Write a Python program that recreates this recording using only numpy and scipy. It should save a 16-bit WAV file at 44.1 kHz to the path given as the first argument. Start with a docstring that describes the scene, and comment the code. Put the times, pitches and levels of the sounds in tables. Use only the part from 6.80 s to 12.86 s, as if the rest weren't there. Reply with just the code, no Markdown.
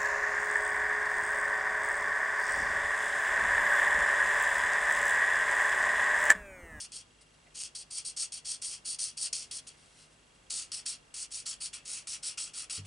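"""A felt marker colours a small card in short strokes on a craft table: friction noise rings card and nib modes.
Landing ticks and snapping fibres click into the same modes; the drag rumbles through the table top.
A hand brushes and bumps softly between strokes (shaped noise); a thud rings the table at the end.
Quiet room noise, mains hum, a thin whine and a buzz of pings 25 times a second lie underneath."""
import sys
import numpy as np
from scipy import signal
from scipy.fft import rfft, irfft, next_fast_len
from scipy.io import wavfile
from scipy.ndimage import uniform_filter1d

SR = 44100
rng = np.random.default_rng(int(sys.argv[2]) if len(sys.argv) > 2 else 0)


def digitize_waveform(pressure):
    """Quantize a signal to 16-bit integers and store it at the path in sys.argv[1].

    Rows of a 2-D input are taken as channels; values are limited to [-1, 1].
    """
    field = np.atleast_2d(pressure).T
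    bounded = np.clip(field, -1, 1)
    quanta = np.round(bounded * 32767).astype(np.int16)
    wavfile.write(sys.argv[1], SR, quanta)


N = 267246

# Pen strokes: touch_s, rise_before_touch_s, low_knock_db, then after touch: fastest_s, slowing_s, lifted_s;
# tick_drive_db; scratch at touch_db, fastest_db, slowing_db; low_modes_db, high_modes_db (over the shapes)
STROKES = [ (0.0038, 0.006, 0, 0.014, 0.048, 0.074, -54, -42.5, -45.5, -47.5, 1.5, -0.34),
           (0.1203, 0.0036, -2, 0.042, .09, 0.11, -26.5, -50.5, -46, -54, 3.5, -1),
           (0.754, 0.013, 3, .064, 0.11, 0.15, -33, -49, -42.5, -46.5, 1.5, -2),
           (0.9527, .004, 1, 0.032, .07, 0.093, -28, -42, -47.5, -49.5, -0.5, -1.2),
           (1.11, 0.0079, 5, 0.041, 0.072, 0.13, -30, -45, -43.5, -39.5, -2, 1),
           (1.254, .009, -1, 0.019, .044, 0.089, -30, -42, -41.5, -44.5, -3, 1),
           (1.371, .009, 0, 0.05, 0.069, 0.12, -31, -39, -36.5, -37.5, -2, 0.5),
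           (1.5223, 0.0034, 0, 0.022, 0.051, 0.091, -24, -44, -44, -44.5, 1, 0),
           (1.6558, 0.011, 0, 0.055, 0.085, 0.14, -22, -43.5, -38.5, -43, 0, 0.72),
           (1.822, 0.0068, 2, .05, .113, .18, -25, -39.5, -42.5, -42.5, -0.5, 0.32),
           (2.0578, 0.012, 5, 0.048, 0.088, 0.12, -26, -42.5, -39.5, -42.5, -2, 1),
           (2.1911, 0.0056, 2, .045, 0.078, 0.15, -25, -37.5, -38, -41, -2.5, 1),
           (2.3765, 0.0088, 3, 0.044, 0.091, .13, -32, -44.5, -37.5, -38, -2, 0.54),
           (2.5292, .002, -1, 0.042, 0.087, 0.15, -19, -36, -40, -44, -0.5, -2),
           (2.713, 0.0034, 5, 0.06, 0.079, 0.1, -23, -42, -44, -46, 1, -0.69),
           (2.8723, 0.0056, 4, .008, 0.028, 0.055, -36, -46.5, -47, -55.5, 3.5, -1.8),
           (3.7055, 0.0071, 0, 0.06, 0.11, 0.18, -20, -38.5, -38, -42.5, -1.5, -0.84),
           (3.918, .001, 0, 0.051, 0.071, 0.12, -22, -41, -43, -44.5, 2, 0),
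           (4.0628, 0.008, 1, 0.028, 0.066, 0.12, -28, -38.5, -41.5, -42.5, -0.5, -0.87),
           (4.3419, 0.0034, 3, 0.085, 0.11, .135, -22, -45.5, -43, -46, 0.5, -0.28),
           (4.5246, .02, 5, 0.035, 0.069, 0.12, -33, -45.5, -40.5, -43, -2.5, 0),
           (4.665, 0.011, 2, 0.04, 0.049, 0.11, -27, -38.5, -40.5, -40.5, -0.5, -1),
           (4.814, 0.013, 6, 0.031, 0.051, 0.096, -36, -42.5, -40.5, -42, -0.5, 1),
           (4.935, 0.0066, 6.5, .008, 0.046, 0.075, -38, -45.5, -43, -53.5, 6.5, -1.3),
           (5.0584, 0.0096, -5, 0.055, 0.12, .18, -38, -49.5, -41, -44, 1, 0.12),
           (5.273, .003, 7.5, 0.044, 0.07, .13, -29, -43, -41.5, -41, -0.5, -0.43),
           (5.4331, .008, -3, 0.039, 0.071, 0.12, -24, -42.5, -38, -42.5, 1, 1),
           (5.5789, 0.0064, 9, 0.061, .09, 0.14, -28, -40, -40.5, -47, 2.5, -0.39),
           (5.7398, 0.0076, 2, 0.047, 0.088, 0.13, -36, -47.5, -43.5, -46.5, 3.5, 1),
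           (5.899, 0.0026, 3.5, 0.057, 0.076, 0.12, -31, -41.5, -40.5, -44, 2, -0.85),
           (6.0514, .005, 1, .004, .02, 0.056, -40, -58, -62, -58, 12.5, -0.15)]
# Band level relative to the mid modes: touch_db, fastest_db, slowing_db, lifted_db
LOW_SHAPE_DB = (-10.5, -14, -9, -0.5)
HIGH_SHAPE_DB = (-1, 2.5, -0.4, -3)
LIFT_DB, RELEASE_BEND = -68, 1.39  # mid-mode level as the nib leaves; bend over 1: the fall starts gently
KNOCK_DECAY_S = 0.01
# Card and nib resonances: pitch_hz, width_hz, relative_level_db, drift_db_per_s (as the nib works up the card)
CARD_LOW = [(1318, 430, -11, 4), (1843, 530, -14, 3.5), (2458, 650, -5, 3.5), (2800, 540, -2, 3),
            (3324, 273, 2, 2.5)]
CARD_MID = [(3910, 820, -6.5, 0.7), (4520, 614, 1, -0.55), (5420, 1140, 1.5, -0.1), (5840, 990, -1.5, -0.4),
            (6670, 1500, -1, -0.1), (7270, 410, -2.5, .1)]
CARD_HIGH = [(7760, 360, 4, 2), (8390, 630, 4, -1.4), (9210, 870, 6.5, 0.46), (10350, 690, -16, -4.4),
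             (10300, 240, -41, -.1)]
# Gaps between card modes: pitch_hz, width_hz, share removed at start (0-1), share removed at end (0-1)
DEAD_SPOTS = [(4920, 145, 0.26, 0.66), (7720, 140, 0.69, 0.084), (7010, 150, .1, .7), (8730, 250, 0.1, .5),
              (3660, 170, 0.24, 0.16)]
# Lone fibres snapping: start_s, drive_db
SNAPS = [(0.757, -27), (0.777, -23), (0.815, -28), (0.836, -17.5), (1.3974, -30), (1.4274, -22),
         (3.0596, -44)]
# Table-top rumble colour: freq_hz, relative_level_db
RUMBLE_TONE = [(60, -13), (150, -11.5), (600, -2), (1000, -6), (2000, -49)]
RUMBLE_DB = -27.5  # relative to the smoothed mid-mode envelope
# Hand strokes on the mat: loudest_s, rise_s, fall_s, level_db
BRUSH = [(0.416, 0.012, 0.03, -58.5), (0.544, .02, .014, -68), (2.935, .01, .04, -69),
         (2.98, .014, 0.17, -65), (3.13, .12, 0.068, -68), (3.21, 0.083, 0.087, -58.5),
         (3.338, 0.064, .02, -68), (3.4, .08, .14, -79), (3.556, .028, .03, -70)]
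# Mat friction colour: freq_hz, relative_density_db
BRUSH_TONE = [(880, -39), (1500, -6), (1830, -14), (2090, -1), (2290, -12), (2730, -4), (3450, -10),
              (4010, -3.5), (4820, -3), (5840, -3), (6400, -10), (9230, -2), (11000, -14), (14300, -45),
              (22000, -120)]
# Dull bumps of the hand: centre_s, pitch_hz, length_s, level_db
BUMPS = [(0.673, 2100, 0.01, -63.5), (0.674, 705, 0.0088, -66)]
THUD_S, THUD_PUSH_S = 5.98, 0.0047  # start, time constant of the push
# Table-top modes: pitch_hz, level_db, t60_s
TABLE = [(98, -40.5, 0.69), (147, -45.5, 0.29), (190, -48, 0.2), (270, -53, 0.19), (430, -48.5, 0.074)]
# Room noise colour: freq_hz, relative_density_db
ROOM_TONE = [(18, -30), (30, 1), (153, 0), (1520, -8.5), (2320, -9.5), (2760, -10.5), (2970, -13),
             (3200, -9), (3620, -11.5), (7980, -14), (11000, -17.5), (14300, -52), (22000, -120)]
ROOM_DB = -64  # rms of the mid channel
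# Room width: freq_hz, side_minus_mid_db
ROOM_SIDE = [(60, -22), (110, -9.5), (190, -7.5), (340, -3.5), (600, -0.5), (1060, 0.5), (1880, -1),
             (3350, -4.5), (5950, -5.5), (10600, -8)]
# Mains hum partials: pitch_hz, mean_level_db_rms
HUM = [(50, -75), (100, -80.5), (150, -77), (250, -84)]
# Electronic whine: pitch_hz, level_db_rms
WHINE = [(7800, -83), (7825, -84)]
BUZZ_S = 1 / 25
# Buzz pings: centre_in_period_s, pitch_hz, length_s, level_db, alternate_swing_db (each way)
PINGS = [(.0025, 2790, .0030, -64, 0), (.0292, 2790, .0028, -67.5, 2.8), (.0360, 2790, .0025, -75, -1),
         (.0290, 3250, .0042, -66.5, 1.5)]
TOP_HZ = 11000


def undb(db):
    """dB to gain."""
    return 10 ** (np.asarray(db) / 20)


def unit(x):
    """Scale to rms 1."""
    return x / np.sqrt(np.mean(x ** 2))


def peak_filter(x, hz, width_hz):
    """One two-pole resonance, unity gain at its peak."""
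    b, a = signal.iirpeak(hz, hz / max(width_hz, 20), SR)
    return signal.lfilter(b, a, x)


def ring(x, modes):
    """Sum of steep resonances (each applied twice); neighbours take turns between the rows of x."""
    out = 0
    for k, (hz, width_hz, db, *_) in enumerate(modes):
        once = peak_filter(x[k % len(x)], hz, width_hz)
        out = out + undb(db) * peak_filter(once, hz, width_hz)
    return out


def colour(x, points):
    """Shape a spectrum by (Hz, dB) points on a log-frequency axis."""
    hz, db = np.transpose(points)
    size = next_fast_len(len(x))
    freq_hz = np.maximum(np.arange(size // 2 + 1) * SR / size, 1)
    gain = undb(np.interp(np.log(freq_hz), np.log(hz), db))
    return irfft(rfft(x, size) * gain, size)[:len(x)]


def walk(rate_hz):
    """Random levels held 1 / rate_hz s and slewed twice; rms 1."""
    hold = max(int(SR / rate_hz), 1)
    steps = rng.standard_normal(int(N * rate_hz / SR * 2) + 9)
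    slewed = uniform_filter1d(np.repeat(steps, hold), hold)
    return unit(uniform_filter1d(slewed, hold)[:N])


def fibres(spread_db, judder_db):
    """Friction as dense slips of uneven but bounded size; judder clumps them."""
    sizes = np.minimum(rng.exponential(size=N), 5)
    slips = rng.standard_normal(N) * undb(spread_db * sizes)
    fast_judder_db = judder_db * walk(350)
    slow_judder_db = 0.71 * judder_db * walk(60)
    return unit(slips * undb(fast_judder_db + slow_judder_db))


def room_tone():
    """Steady background noise, widest in the middle range."""
    mid, side = (colour(rng.standard_normal(N), ROOM_TONE) * undb(0.69 * walk(3.62)) for _ in range(2))
    gain = undb(ROOM_DB) / np.sqrt(np.mean(mid ** 2))
    return gain * (mid + np.outer([1, -1], colour(side, ROOM_SIDE)))


def electronics():
    """Wavering mains hum, a thin whine and short pings locked to the buzz period."""
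    t = np.arange(N) / SR
    hum = sum(undb(db + 1.5 * walk(4)) * np.sin(2 * np.pi * hz * t) for hz, db in HUM)
    whine = sum(undb(db) * np.sin(2 * np.pi * hz * t) for hz, db in WHINE)
    out = np.sqrt(2) * (hum + whine)  # rms to peak
    for centre_s, hz, length_s, db, swing_db in PINGS:
        u = (t - centre_s + BUZZ_S / 2) % BUZZ_S - BUZZ_S / 2  # time from the nearest ping
        flip = np.sign(np.cos(np.pi * (t - centre_s) / BUZZ_S))  # polarity alternates
        gain = undb(db - swing_db * flip + 1.2 * walk(12))
        out = out + flip * gain * np.exp(-(u / length_s) ** 2) * np.sin(2 * np.pi * hz * u)
    return out


def strokes():
    """Fibre slips ring the card from a new spot per stroke; returns scratch and mid-mode envelope."""
    t, out, effort = np.arange(N) / SR, np.zeros(N), np.zeros(N)
    slips = fibres(spread_db=2.0, judder_db=1.2) * rng.choice([-1, 1], (2, N))
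    groups = (CARD_LOW, CARD_MID, CARD_HIGH)
    spots = rng.standard_normal((40, len(groups), 8, 2))  # stroke, group, mode, (pitch, level)
    for row, spot in zip(STROKES, spots):
        touch, rise, knock_db, fast, slow, lift, _, *level_db, low_db, high_db = row
        span = slice(max(int((touch - .04) * SR), 0), int((touch + lift + .08) * SR))
        u = t[span] - touch
        phases_s = np.maximum.accumulate([0, fast, slow, lift])
        fall_s = max(phases_s[3] - phases_s[2], .005)
        release = np.clip((u - phases_s[2]) / fall_s, 0, 1) ** RELEASE_BEND

        mid_db = np.interp(u, phases_s[:3], level_db) + release * (LIFT_DB - level_db[2])
        mid_db = mid_db - 600 * np.maximum(u - phases_s[3], 0)  # dB/s: card falls silent after lift
        knock = knock_db * np.exp(-np.maximum(u + rise, 0) / KNOCK_DECAY_S)
        low_rel_db = low_db + knock + np.interp(u, phases_s, LOW_SHAPE_DB)
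        high_rel_db = high_db + np.interp(u, phases_s, HIGH_SHAPE_DB)
        onset = np.clip(1 + u / max(rise, .0005), 0, 1)
        gains = [undb(mid_db + rel_db) * onset for rel_db in (low_rel_db, 0, high_rel_db)]
        effort[span] += gains[1]

        for modes, gain, shift in zip(groups, gains, spot):
            moved = [(hz * (1 + .006 * a), width_hz, db + drift * (touch - t[-1] / 2) + 1.0 * b)
                     for (hz, width_hz, db, drift), (a, b) in zip(modes, shift)]
            tone = ring(slips[:, span], moved)
            for hz, width_hz, first, last in DEAD_SPOTS:
                share = np.clip(first + (last - first) * touch / t[-1], 0, 1)
                tone = tone - share * peak_filter(tone, hz, width_hz)
            out[span] += unit(tone) * gain
    return out, effort


def snaps():
    """Landing ticks and snapping fibres: single-sample clicks into the card modes."""
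    clicks = np.zeros(N)
    ticks = [(row[0], row[6]) for row in STROKES]
    for start_s, drive_db in SNAPS + ticks:
        clicks[int(start_s * SR)] = undb(drive_db)
    pair = [clicks, -clicks]
    return 2.0 * ring(pair, CARD_MID + CARD_HIGH) + 1.35 * ring(pair, CARD_LOW)


def reflections(x, t60_s, wet_db):
    """Early echoes from table and walls: decaying noise tails, one per channel, duller at the top."""
    t = np.arange(SR // 4) / SR
    tails = rng.standard_normal((2, len(t))) * np.exp(-np.log(1000) * t / t60_s)
    tails *= undb(wet_db) / np.sqrt(np.sum(tails ** 2, axis=1, keepdims=True))
    dull = colour(x, [(1000, 0), (3000, 2.0), (10000, -8.0)])
    return np.array([signal.fftconvolve(dull, tail)[:N] for tail in tails])


def rumble(effort):
    """The pen's drag shakes the table top: dull wide noise under each stroke."""
    drag = uniform_filter1d(effort, int(0.068 * SR)) * undb(RUMBLE_DB)
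    return drag * np.array([unit(colour(rng.standard_normal(N), RUMBLE_TONE)) for _ in range(2)])


def brush():
    """Skin sliding on the mat: softer, finer friction in sine-squared swells."""
    t = np.arange(N) / SR
    gain = np.zeros(N)
    for loudest_s, rise_s, fall_s, db in BRUSH:
        times_s = [loudest_s - rise_s, loudest_s, loudest_s + fall_s]
        gain += undb(db) * np.sin(np.interp(t, times_s, [0, np.pi / 2, 0])) ** 2
    return gain * unit(colour(fibres(spread_db=0.5, judder_db=0.5), BRUSH_TONE))


def bumps():
    """Hand bumps: short Gaussian puffs of band noise."""
    t = np.arange(N) / SR
    out = np.zeros(N)
    for centre_s, hz, length_s, db in BUMPS:
        noise = unit(ring([rng.standard_normal(N)], [(hz, hz / 4, 0)]))
        out += undb(db) * np.exp(-((t - centre_s) / length_s) ** 2) * noise
    return out


def thud():
    """A soft push sets the table top's low modes ringing as decaying sines."""
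    t = np.maximum(np.arange(N) / SR - THUD_S, 0)
    push = 1 - np.exp(-t / THUD_PUSH_S)
    modes = sum(undb(db) * np.exp(-np.log(1000) * t / t60_s) * np.sin(2 * np.pi * hz * t)
                for hz, db, t60_s in TABLE)
    return push * modes


def scene():
    """Direct sound, a little to the left in the low treble, plus echoes and background."""
    background = room_tone() + electronics()
    scratch, effort = strokes()
    near = scratch + snaps() + brush() + bumps()
    lean = colour(near, [(3000, -52), (5500, -18), (9000, -29)])
    direct = near + np.outer([1, -1], lean)
    pen = direct + reflections(near, t60_s=0.16, wet_db=-9.5) + rumble(effort)
    return pen + thud() + background


def record(dry):
    """The recorder cuts the top steeply: elliptic low-pass at TOP_HZ."""
    lowpass = signal.ellip(12, .2, 75, TOP_HZ, fs=SR, output="sos")
    return signal.sosfilt(lowpass, dry)


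dry = scene()
out = record(dry)
digitize_waveform(out)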